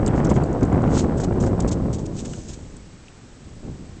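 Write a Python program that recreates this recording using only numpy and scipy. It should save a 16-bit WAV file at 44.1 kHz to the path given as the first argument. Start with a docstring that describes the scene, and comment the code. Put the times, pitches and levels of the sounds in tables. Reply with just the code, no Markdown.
"""A dog on crusty snow

A dog shifts about on crusty snow a couple of metres away, then stands still.
Each paw breaks or scrapes the crust in a short spray of icy grains; single bits of crust snap.
Wind buffets the microphone, dies away and returns in one small puff, over a faint hiss."""
import sys
import numpy as np
from scipy import signal
from scipy.fft import rfft, irfft
from scipy.io import wavfile

SR = 44100
rng = np.random.default_rng(int(sys.argv[2]) if len(sys.argv) > 2 else 0)


def wav_record(signal):
    """Record a signal, one row per channel, as 16-bit PCM in the file named by sys.argv[1]."""
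    frames = np.transpose(np.atleast_2d(signal))
    bounded = np.clip(frames, -1, 1)
    # unit amplitude maps onto the largest positive 16-bit level
    quanta = np.round(bounded * 32767).astype(np.int16)
    wavfile.write(sys.argv[1], SR, quanta)


N = 176400

# Tone of the steady hiss: frequency_hz, relative_db
HISS_TONE = [(30, 8), (150, 7), (500, 1.5), (1000, -1), (1500, -2), (2200, -5), (3500, -8), (5500, -8),
             (7400, -7.5), (8000, -3.5), (8300, -11), (8700, -28)]
# Tone of the bass rumble: frequency_hz, relative_db
RUMBLE_TONE = [(12, -6), (30, 0), (55, -3), (100, -5), (300, -45), (1000, -90)]
# Loudness of the rumble: time_s, level_db
RUMBLE_LEVELS = [(0, -37), (2.3, -39), (2.7, -43.5), (3.1, -52), (3.4, -49), (3.6, -41), (4, -45)]
# Basic tone of the wind: frequency_hz, relative_db
WIND_TONE = [(20, -10), (40, -3), (70, -1.5), (125, .6), (240, -3), (400, -8.2), (620, -15.4),
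             (1000, -23.2), (1500, -32.3), (2100, -41)]
# Strength of the wind: time_s, level_db
GUSTS = [(0, -19), (.14, -17.5), (.3, -18), (.52, -19.5), (.74, -17.3), (.93, -17.3), (1.08, -20.5),
         (1.33, -21.5), (1.41, -18.5), (1.6, -20), (1.86, -23), (1.99, -27), (2.11, -26.8), (2.22, -30),
         (2.32, -29.8), (2.42, -35.5), (2.7, -41), (3.03, -49), (3.25, -46), (3.42, -47), (3.54, -41),
         (3.622, -43), (3.648, -29.5), (3.75, -37.5), (4, -42)]
# How bright the wind is above 300 Hz: time_s, tilt_db_per_octave
WIND_BRIGHTNESS = [(0, 1.3), (.35, 1.2), (.55, -.1), (.88, 1.3), (1.15, .3), (1.4, -.7), (1.6, -.1),
                   (1.9, -1.6), (2.15, -3.6), (2.6, -4.2), (3.66, -4), (4, -5)]
# Single bumps and lulls of wind: middle_s, half_width_s, extra_db
WIND_BUFFETS = [(.146, .006, 3.5), (.312, .012, 2.5), (.342, .012, -4), (.376, .013, 4.5), (.742, .010, 3),
                (1.323, .003, 5), (1.534, .003, 4), (1.651, .004, 3), (1.859, .006, 6), (2.382, .008, 6),
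                (2.50, .012, 5)]
# Ring of the ice grains: frequency_hz, relative_db
ICE_TONE = [(500, -22), (1500, -13), (2300, -10), (3200, -6.5), (4500, -7), (5600, -4), (6700, .7),
            (7700, -1.5), (8200, -6), (8700, -12)]
# Bits of crust snapping: start_s, level_db, pitch_hz, fade_s (time to fall 20 dB)
CRUST_SNAPS = [ (.0615, -25, 7400, .006), (.0625, -33, 5100, .005), (.071, -33, 7500, .005),
               (.077, -29.5, 7700, .008), (.078, -36, 3500, .008), (.269, -36, 6000, .004),
               (.435, -38, 7300, .006), (.438, -43, 4500, .005), (.446, -42, 7300, .003),
               (.460, -42, 7800, .003), (.528, -37, 6500, .004), (.608, -43, 6200, .003),
               (.630, -33, 6500, .007), (.631, -37, 4400, .007), (.650, -40, 7200, .004),
               (.655, -42, 7500, .003), (.726, -41, 7000, .006), (.820, -39, 6800, .003),
               (2.334, -34, 1500, .009), (2.3345, -41, 2900, .007), (2.767, -38, 7800, .004),
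               (3.082, -42, 2900, .006)]
# Paws crushing the crust: start_s, rise_s, hold_s, fade_s (time to fall 20 dB), level_db, body_extra_db
PAW_STEPS = [ (.148, .008, .040, .02, -50, 0), (.244, .003, .005, .016, -36, -3),
             (.288, .014, .006, .022, -37, -2), (.336, .006, .026, .022, -44, -2),
             (1.170, .005, .012, .014, -42, -2), (1.198, .004, .005, .040, -36, -1),
             (1.233, .003, .010, .014, -36, 2), (1.400, .003, .005, .025, -35, -6),
             (1.420, .008, .010, .040, -40, -3), (1.458, .006, .003, .030, -39, 0),
             (1.599, .006, .002, .008, -29, -1), (1.620, .002, .002, .016, -44, 0),
             (1.673, .006, .012, .012, -35, -2), (1.710, .006, .011, .020, -33, -1),
             (1.927, .004, .018, .026, -38, -1), (1.981, .004, .008, .045, -44, -2),
             (2.055, .008, .002, .006, -37, 0), (2.246, .007, .003, .028, -37, 2),
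             (2.476, .012, .010, .045, -39, -2), (2.526, .010, .003, .022, -40, 0)]
# Paws dragged over the crust: start_s, peak_s, end_s, peak_db, body_extra_db
PAW_DRAGS = [(.895, .992, 1.042, -30.5, 2), (2.135, 2.195, 2.235, -36.5, -1), (2.12, 2.32, 2.85, -45, -2)]

TIME_S = np.arange(N) / SR
FREQS_HZ = np.maximum(np.arange(N // 2 + 1) * SR / N, 1)


def gain(db):
    """Turn decibels into a multiplier."""
    return 10 ** (np.asarray(db) / 20)


def normalise(sound):
    """Scale a sound to an average power of 1."""
    return sound / np.sqrt(np.mean(sound ** 2) + 1e-20)


def over_time(table):
    """Join a table's points with straight lines, one value per sample."""
    return np.interp(TIME_S, *np.array(table).T)


def tone_gain(table, hz=FREQS_HZ):
    """Read a tone table as a multiplier for each frequency."""
    points_hz, points_db = np.array(table, float).T
    return gain(np.interp(np.log(hz), np.log(points_hz), points_db))


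def colour(sound, gains):
    """Turn each frequency up or down, then normalise."""
    return normalise(irfft(rfft(sound) * gains, N))


def noise(gains):
    """Random noise with the given tone."""
    return colour(rng.standard_normal(N), gains)


def wander(cutoff_hz):
    """A smooth random wobble, mostly slower than the cutoff."""
    return noise(1 / (1 + (FREQS_HZ / cutoff_hz) ** 4))


def hiss(level_db=-51):
    """The open air and the microphone give a faint, steady hiss."""
    return gain(level_db) * noise(tone_gain(HISS_TONE))


def rumble():
    """Slow swings of air pressure linger when the gust has dropped."""
    return gain(over_time(RUMBLE_LEVELS)) * noise(tone_gain(RUMBLE_TONE))


def wind(edge_hz=2100, rolloff_db_per_octave=-23, trim_db=.2):
    """Air swirls at the microphone: bands of noise follow the gusts, and eddies shake them together."""
    buffets_db = sum(db * np.exp(-((TIME_S - middle) / width) ** 2) for middle, width, db in WIND_BUFFETS)
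    tilt_db = over_time(WIND_BRIGHTNESS) + .25 * buffets_db  # bumps are brighter, lulls duller
    eddies, sway = wander(cutoff_hz=165), wander(cutoff_hz=35)
    sound, power = 0, 0
    for hz in 20 * 2 ** (np.arange(17) / 2):  # half an octave apart
        band = noise(np.cos(np.pi / 2 * np.clip(2 * np.log2(FREQS_HZ / hz), -1, 1)))
        strength = tone_gain(WIND_TONE, min(hz, edge_hz)) * np.sqrt(hz)  # higher bands are wider
        strength *= gain(rolloff_db_per_octave * max(np.log2(hz / edge_hz), 0))
        octaves_up = max(np.log2(hz / 300), 0)
        eddy_db = (1.9 + .85 * octaves_up) * eddies  # fast eddies shake the upper bands most
        shake = normalise(gain(eddy_db + .3 * sway))
        sound += band * shake * strength * gain(octaves_up * tilt_db)
        power += strength ** 2
    return sound / np.sqrt(power) * gain(over_time(GUSTS) + buffets_db + trim_db)


def snaps(rise_s=.0017, ring_width=.1, crack_db=-8, trim_db=-1.5):
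    """A snapping bit of crust cracks and rings for a few milliseconds around its own pitch."""
    sound = np.zeros(N)
    crack = gain(crack_db) * noise(tone_gain(ICE_TONE))
    for start, db, pitch_hz, fade in CRUST_SNAPS:
        ring = noise(1 / (1 + (np.log(FREQS_HZ / pitch_hz) / ring_width) ** 2))
        age = TIME_S - start
        loudness = np.clip(age / rise_s, 0, 1) * gain(db - 20 * np.maximum(age - rise_s, 0) / fade)
        sound += loudness * (ring + crack)
    return gain(trim_db) * sound


def ice_grains(grains_per_s=1500, spread_db=3.3, powder_db=-1.5, split_hz=5000):
    """Many tiny breaks of uneven size and fine powder, split into a lower body and a high sparkle."""
    sizes = gain(spread_db * np.minimum(rng.exponential(size=N), 4))
    clicks = (rng.random(N) < grains_per_s / SR) * sizes * rng.choice([-1, 1], N)
    powder = gain(powder_db) * rng.standard_normal(N)
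    ice = colour(normalise(clicks) + powder, tone_gain(ICE_TONE))
    body = irfft(rfft(ice) / (1 + (FREQS_HZ / split_hz) ** 8), N)
    return body, ice - body


def paws(drag_swell_db=22, trim_db=-.2):
    """Steps crush the crust in brief bursts; dragged paws make scrapes that swell and fade."""
    body, sparkle = ice_grains()
    body_power, sparkle_power = np.zeros(N), np.zeros(N)
    for start, rise, hold, fade, db, body_db in PAW_STEPS:
        age = TIME_S - start
        crunch = np.clip(age / rise, 0, 1) * gain(db - 20 * np.maximum(age - rise - hold, 0) / fade)
        body_power += (crunch * gain(body_db)) ** 2
        sparkle_power += crunch ** 2
    for start, peak, end, db, body_db in PAW_DRAGS:
        from_peak = np.maximum((peak - TIME_S) / (peak - start), (TIME_S - peak) / (end - peak))
        scrape = gain(db - drag_swell_db * from_peak ** 1.2)
        body_power += (scrape * gain(body_db)) ** 2
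        sparkle_power += scrape ** 2
    return gain(trim_db) * (body * np.sqrt(body_power) + sparkle * np.sqrt(sparkle_power))


def scene():
    """Wind, snow sounds and hiss all reach one microphone."""
    return (wind() + rumble() + paws() + hiss() + snaps())[None]


def record(dry, top_hz=8650):
    """The small camera steeply cuts off the highest treble."""
    treble_cut = signal.firwin(161, top_hz, window=("kaiser", 8), fs=SR)
    return signal.fftconvolve(dry, treble_cut[None], mode="same")


dry = scene()
out = record(dry)
wav_record(out)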